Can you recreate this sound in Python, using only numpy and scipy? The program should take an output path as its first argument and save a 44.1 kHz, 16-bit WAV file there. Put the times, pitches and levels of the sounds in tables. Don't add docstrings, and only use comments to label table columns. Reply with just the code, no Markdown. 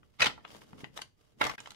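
import sys
import numpy as np
from scipy import signal
from scipy.fft import rfft, irfft
from scipy.io import wavfile

SR = 44100
rng = np.random.default_rng(int(sys.argv[2]) if len(sys.argv) > 2 else 0)


def bounce(signal):
    frames = np.transpose(np.atleast_2d(signal))
    limited = np.clip(frames, -1, 1)
    pcm = np.round(limited * 32767).astype(np.int16)
    wavfile.write(sys.argv[1], SR, pcm)


N = 77175
T = np.arange(N) / SR
LEAD_S = 0.02
RING_T = T[:SR // 4] - LEAD_S
TOP_HZ = 15600

# multiple of its pitch, relative level in dB, undamped t60 in seconds.
BLOCK_MODES = [(1, -2, 0.037), (1.17, -11, 0.048), (1.55, -9.5, 0.028), (2.15, -7, 0.0083),
               (2.8, -18.5, .02)]


def undb(db):
    return 10 ** (np.asarray(db) / 20)


def unit(x):
    return x / np.sqrt(np.mean(x ** 2))


def on_log(hz, points):
    f, v = np.array(points, float).T
    return np.interp(np.log(np.maximum(hz, 1)), np.log(f), v)


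def colour(x, points):
    size = x.shape[-1]
    hz = np.fft.rfftfreq(size, 1 / SR)
    gain = unit(undb(on_log(hz, points)))
    return irfft(rfft(x) * gain, size)


def uneven(x, depth_db):
    spacing_hz = 167.4
    hz = np.fft.rfftfreq(x.shape[-1], 1 / SR)
    shared, left, right = rng.standard_normal((3, 512))
    shapes = []
    for own in (left, right):
        points = np.clip(0.8 * shared + 0.6 * own, -2, 1.5)
        shapes.append(np.interp(hz / spacing_hz, np.arange(512), points))
    return irfft(rfft(x) * unit(undb(depth_db * np.array(shapes))), x.shape[-1])


def follow(points):
    return undb(np.interp(T, *np.array(points).T))


def catches():
    rate_hz, depth_db = 45, 2.06
    swings = np.clip(rng.standard_normal(512), -2, 1.5)
    return undb(depth_db * np.interp(T * rate_hz, np.arange(512), swings))


def scrape():
    grit_per_s, spread_db, fall_s, shape_db = 3500, 6, 0.0018, 2
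    # time in seconds, level in dB before the catches.
    drag_levels = [(0, -80.5), (.11, -75), (.17, -74.5), (.40, -76), (.47, -65), (.51, -55.5), (.565, -53),
                   (.595, -60), (.70, -67), (.77, -64), (.81, -54.5), (.83, -61), (.92, -74), (.97, -52),
                   (1.02, -63), (1.11, -88.5), (1.16, -85), (1.20, -71.5), (1.30, -71), (1.36, -83.5),
                   (1.41, -48.5), (1.59, -58.5), (1.75, -66)]
    # frequency in Hz, relative level in dB per Hz.
    drag_colour = [(40, -13), (200, -6), (450, -8.5), (950, -10.5), (1900, -15), (3100, -14), (4000, -19.5),
                   (5200, -17), (8000, -25.5), (10000, -24.5), (15000, -34)]
    hits = rng.random(N) < grit_per_s / SR
    ticks = hits * undb(spread_db * np.clip(rng.standard_normal(N), -2, 2))
    grip = signal.lfilter([1], [1, -np.exp(-1 / (fall_s * SR))], ticks)
    rub = uneven(colour(grip * rng.standard_normal((2, N)), drag_colour), shape_db)
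    return unit(rub) * catches() * follow(drag_levels)


def shuffle():
    # time in seconds, level in dB.
    rub_levels = [(0, -66), (.16, -76.5), (.30, -66), (.44, -72), (.56, -62), (.66, -65.5), (.76, -56),
                  (.84, -60.5), (.92, -68), (1.12, -80.5), (1.28, -84), (1.38, -65), (1.52, -67.5),
                  (1.60, -90), (1.75, -97)]
    # frequency in Hz, relative level in dB per Hz.
    rub_colour = [(40, -16.5), (100, -1), (160, 0.5), (380, -5), (600, -16), (2000, -34), (15000, -61)]
    return unit(colour(rng.standard_normal((2, N)), rub_colour)) * follow(rub_levels)


def air():
    level_db, side_gain, pan_db = -71, 0.84, -5.5
    # frequency in Hz, relative level in dB per Hz.
    air_colour = [(25, -7), (70, 1), (130, -3.5), (220, -18), (450, -27.5), (1000, -32), (2200, -31.5),
                  (5000, -42), (15000, -42.5)]
    mid, side = colour(rng.standard_normal((2, N)), air_colour)
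    signs = np.array([[1], [-1]])
    return unit(mid + side_gain * side * signs) * undb(level_db + pan_db * signs / 2)


def lowpass(x, hz):
    return signal.lfilter(*signal.butter(3, min(hz, SR * 0.45), fs=SR), x)


def swell(rise_s):
    return 1 - np.exp(-(np.maximum(RING_T, 0) / rise_s) ** 2)


def burst(rise_s, fall_s, lead_db):
    lead_fall_s = 0.0034
    env = swell(rise_s) * np.exp(-abs(RING_T) / fall_s)
    lead = undb(lead_db) * np.exp(-abs(RING_T) / lead_fall_s)
    return np.maximum(env / env.max(), lead)


def crack(points, rise_s, fall_s, lead_db):
    shape_db = 5
    noise = colour(rng.standard_normal((2, len(RING_T))), points)
    return uneven(noise * burst(rise_s, fall_s, lead_db), shape_db)


def ring(modes, scale, rise_s):
    phase_spread_rad, detune = 1.54, 0.0054
    out = 0
    for hz, db, t60_s in modes:
        offset = np.array([[0], [phase_spread_rad * rng.choice([-1, 1])]])
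        phase = 2 * np.pi * rng.random() + offset
        f = min(hz * scale * (1 + detune * rng.standard_normal()), TOP_HZ)
        decay = np.exp(-np.log(1000) * abs(RING_T) / t60_s)
        out = out + undb(db) * decay * np.sin(2 * np.pi * f * RING_T + phase)
    return out * swell(rise_s)


def add(out, at_s, sound, db, pan_db=0):
    i = max(int((at_s - LEAD_S) * SR), 0)
    part = sound[:, :max(N - i, 0)]
    out[:, i:i + part.shape[1]] += part * undb(db + np.array([[pan_db], [-pan_db]]) / 2)


def clacks():
    rise_s, fall_s, lead_db = 0.00046, 0.0025, -13
    hand_damping_s, ring_db = 0.0031, 4
    # contact in seconds, level in dB, block pitch in Hz, block ring in dB (unused),
    # contact cut-off in Hz, left minus right in dB.
    knocks = [(.031, -55, 1200, 8, 2940, 2.5), (0.139, -69, 2780, 14, 5000, -2),
              (0.4498, -33.5, 1062, 1, 2830, 3.5), (0.478, -52, 3350, 14, 6100, -1),
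              (.504, -49.5, 1112, 8, 6050, 3), (0.548, -47, 960, 17, 5000, 8),
              (.618, -47, 1040, -17, 3280, -2), (0.7307, -43.5, 884, 6, 2140, -0.5),
              (.781, -57, 1150, 7, 4900, 15.5), (0.805, -48.5, 2300, 12, 4800, 1),
              (.8430, -35, 2024, -0.5, 3950, 2.5), (0.967, -45, 1126, -4, 11070, 4.5),
              (.9750, -35, 1810, -3, 12300, 5), (0.9909, -39, 825, -3, 2550, 3.5),
              (1.018, -31.5, 3045, -1, 8800, 2), (1.603, -39.5, 7020, 4, 8440, -4),
              (1.659, -41, 980, 3, 6200, -1), (1.6731, -43, 1026, -20.5, 7200, -4),
              (1.706, -42, 3960, 8.5, 11900, -4), (1.718, -47, 4250, 19, 10300, -2),
              (1.746, -55, 3600, -6, 6140, 12)]
    # frequency in Hz, relative level in dB per Hz.
    knock_colour = [(40, -12.5), (150, -5.5), (450, -3), (900, 4), (1900, -2), (3100, 2), (4600, -7),
                    (6500, -5.5), (15000, -13)]
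    out = np.zeros((2, N))
    for at_s, db, hz, _, cut_hz, pan_db in knocks:
        held = ring(BLOCK_MODES, hz, rise_s) * np.exp(-abs(RING_T) / hand_damping_s)
        wood = crack(knock_colour, rise_s, fall_s, lead_db) + undb(ring_db) * held
        add(out, at_s, lowpass(wood, cut_hz), db, pan_db)
    return out


def rebounds():
    rate_per_s, level_db, fall_s = 230, -19.5, 0.018
    t = T[:SR // 8]
    hits = (rng.random(len(t)) < rate_per_s / SR) * rng.choice([-1, 1], len(t))
    train = hits * undb(level_db) * np.exp(-t / fall_s)
    train[0] = 1
    return train[None]


def landings():
    rise_s, fall_s, lead_db = 0.00086, 0.0043, -10
    block_base_db, crate_base_db, crate_scale = -2, -17.5, 0.96
    tick_db, hard_hz = -19.5, 4960
    second_throw_s = 1
    # contact in seconds, level in dB, block pitch in Hz, block ring in dB re block_base_db,
    # crate ring in dB re crate_base_db, contact cut-off in Hz, left minus right in dB.
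    blows = [(0.196, -33.5, 1500, -6, -6.5, 4480, -2.5), (0.2019, -30.5, 1980, -23, 4, 4640, 11),
             (0.2057, -25.5, 2980, -11, 3.5, 7500, -4.5), (0.2173, -20.5, 1900, 4.5, -7, 6140, 1),
             (0.2208, -18, 2522, 9, -2, 6540, -0.5), (.2270, -21, 1475, 4, 0.5, 6000, 1),
             (.2425, -22, 2280, -22, 1, 6750, -1.5), (.2570, -24, 1845, 0.5, -15, 7200, 2),
             (.2600, -21.5, 847, 4, 4, 3970, 1.5), (0.2666, -20, 3163, 3.5, -2.5, 5560, 1),
             (.2970, -45.5, 1100, -6, 12, 3900, -13), (.3780, -43.5, 936, 3, 5, 1414, -1),
             (.4060, -51, 1010, -12, -12, 1500, -7), (1.4111, -23, 616, 0.5, 0, 2480, -6.5),
             (1.4140, -16, 1380, 3, -2, 3500, -3), (1.4224, -31, 2000, -3, -8, 3000, -3),
             (1.4306, -26, 2096, -2, -4, 3030, 5), (1.4392, -25.5, 2134, 5, 4, 8600, 1),
             (1.4501, -28, 1580, -9, 0.5, 5200, 10), (1.4615, -28.5, 950, -1, -2, 2660, -1.5),
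             (1.4666, -27, 3557, -2, 12, 8500, -1.5), (1.4957, -29.5, 1130, 3.5, 6, 6940, 3.5),
             (1.5120, -36, 2182, -1, 4, 6000, 0), (1.536, -51.5, 724, 4, 9, 3880, 19),
             (1.5490, -52.5, 2110, 8, 0, 3800, -9), (1.5810, -41.5, 1633, 8, -1, 4200, 3.5),
             (1.5900, -45, 2500, 5.5, -6, 4180, -5.5)]
    # frequency in Hz before crate_scale, relative level in dB, t60 in seconds.
    crate_modes = [(150, -7.5, 0.11), (476, -3, 0.02), (657, -5.5, 0.049), (788, -4, .08), (882, -5.5, .08),
                   (917, -2, .08), (1065, -2.5, 0.061), (1234, -3, .08), (1422, -0.5, 0.025),
                   (1868, -4.5, .08), (2046, -2, .09), (2198, -1.5, .1), (5830, -11, .08)]
    # frequency in Hz, relative level in dB per Hz.
    first_colour = [(40, -20), (120, -12.5), (240, -5), (480, -1), (850, 0), (1500, 0.5), (2600, 0.5),
                    (5500, -5.5), (8000, -13), (10500, -12), (15000, -20)]
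    second_colour = [(40, -17.5), (120, -4), (280, -10.5), (650, -0.5), (1300, -3.5), (2100, 0.5),
                     (2600, -4.5), (4000, -7), (6500, -14.5), (10000, -17), (15000, -7)]
    # frequency in Hz, relative level in dB per Hz.
    tick_colour = [(100, -30), (2000, -11.5), (5000, 2), (8000, -2.5), (12500, -6.5), (15000, -15.5)]
    out = np.zeros((2, N))
    for at_s, db, hz, block_db, crate_db, cut_hz, pan_db in blows:
        points = first_colour if at_s < second_throw_s else second_colour
        wood = crack(points, rise_s, fall_s, lead_db)
        wood = wood + undb(block_base_db + block_db) * ring(BLOCK_MODES, hz, rise_s)
        wood = wood + undb(crate_base_db + crate_db) * ring(crate_modes, crate_scale, rise_s)
        tick_gain = undb(tick_db) * min(cut_hz / hard_hz, 1)
        tick = tick_gain * crack(tick_colour, rise_s, fall_s, lead_db)
        blow = lowpass(wood, cut_hz) + tick
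        add(out, at_s, signal.fftconvolve(blow, rebounds(), axes=1), db, pan_db)
    return out


def thuds():
    # contact in seconds, level in dB, pitch in Hz.
    bumps = [(.550, -54, 215), (0.73, -43, 162), (0.747, -49.5, 213), (0.8337, -37.5, 164.7),
             (0.869, -52.5, 152)]
    # multiple of the pitch, relative level in dB, t60 in seconds.
    bump_modes = [(1, 3.5, .045), (1.45, 2, 0.039), (2.3, -1.5, 0.027)]
    out = np.zeros((2, N))
    for at_s, db, hz in bumps:
        add(out, at_s, ring(bump_modes, hz, rise_s=0.002), db)
    return out


def workshop(dry):
    near_db, near_t60_s, near_delay_s = -9, 0.095, 0.002
    tail_db, tail_build_s = -14.5, 0.004
    # frequency in Hz, t60 in seconds.
    decay_t60 = [(100, 0.9), (700, 0.24), (2500, 0.23), (6000, 0.27), (14000, 0.22)]
    t = T[:SR // 2]
    near, late = rng.standard_normal((2, 2, len(t)))
    near = near * np.exp(-np.log(1000) * t / near_t60_s) * (t > near_delay_s)
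    octaves = np.log2(np.fft.rfftfreq(len(t), 1 / SR) + 1)
    tail = 0
    for octave in range(5, 15):
        band = irfft(rfft(late) * np.maximum(1 - abs(octaves - octave), 0), len(t))
        tail = tail + band * np.exp(-np.log(1000) * t / on_log(2.0 ** octave, decay_t60))
    tail = tail * (1 - np.exp(-t / tail_build_s))
    response = (undb(near_db) * unit(near) + undb(tail_db) * unit(tail)) / np.sqrt(len(t))
    return dry + signal.fftconvolve(dry, response, axes=1)[:, :N]


def scene():
    return workshop(landings() + clacks() + thuds() + scrape() + shuffle()) + air()


def record(dry):
    start_s, end_s, fade_s, return_s, depth_db = 1.563, 1.579, 0.008, 0.00046, -23.5
    times_s = [start_s - fade_s, start_s, end_s, end_s + return_s]
    dip_db = np.interp(T, times_s, [0, depth_db, depth_db, 0])
    top_cut = signal.ellip(8, 0.2, 70, TOP_HZ, fs=SR, output="sos")
    return signal.sosfilt(top_cut, dry * undb(dip_db))


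dry = scene()
out = record(dry)
bounce(out)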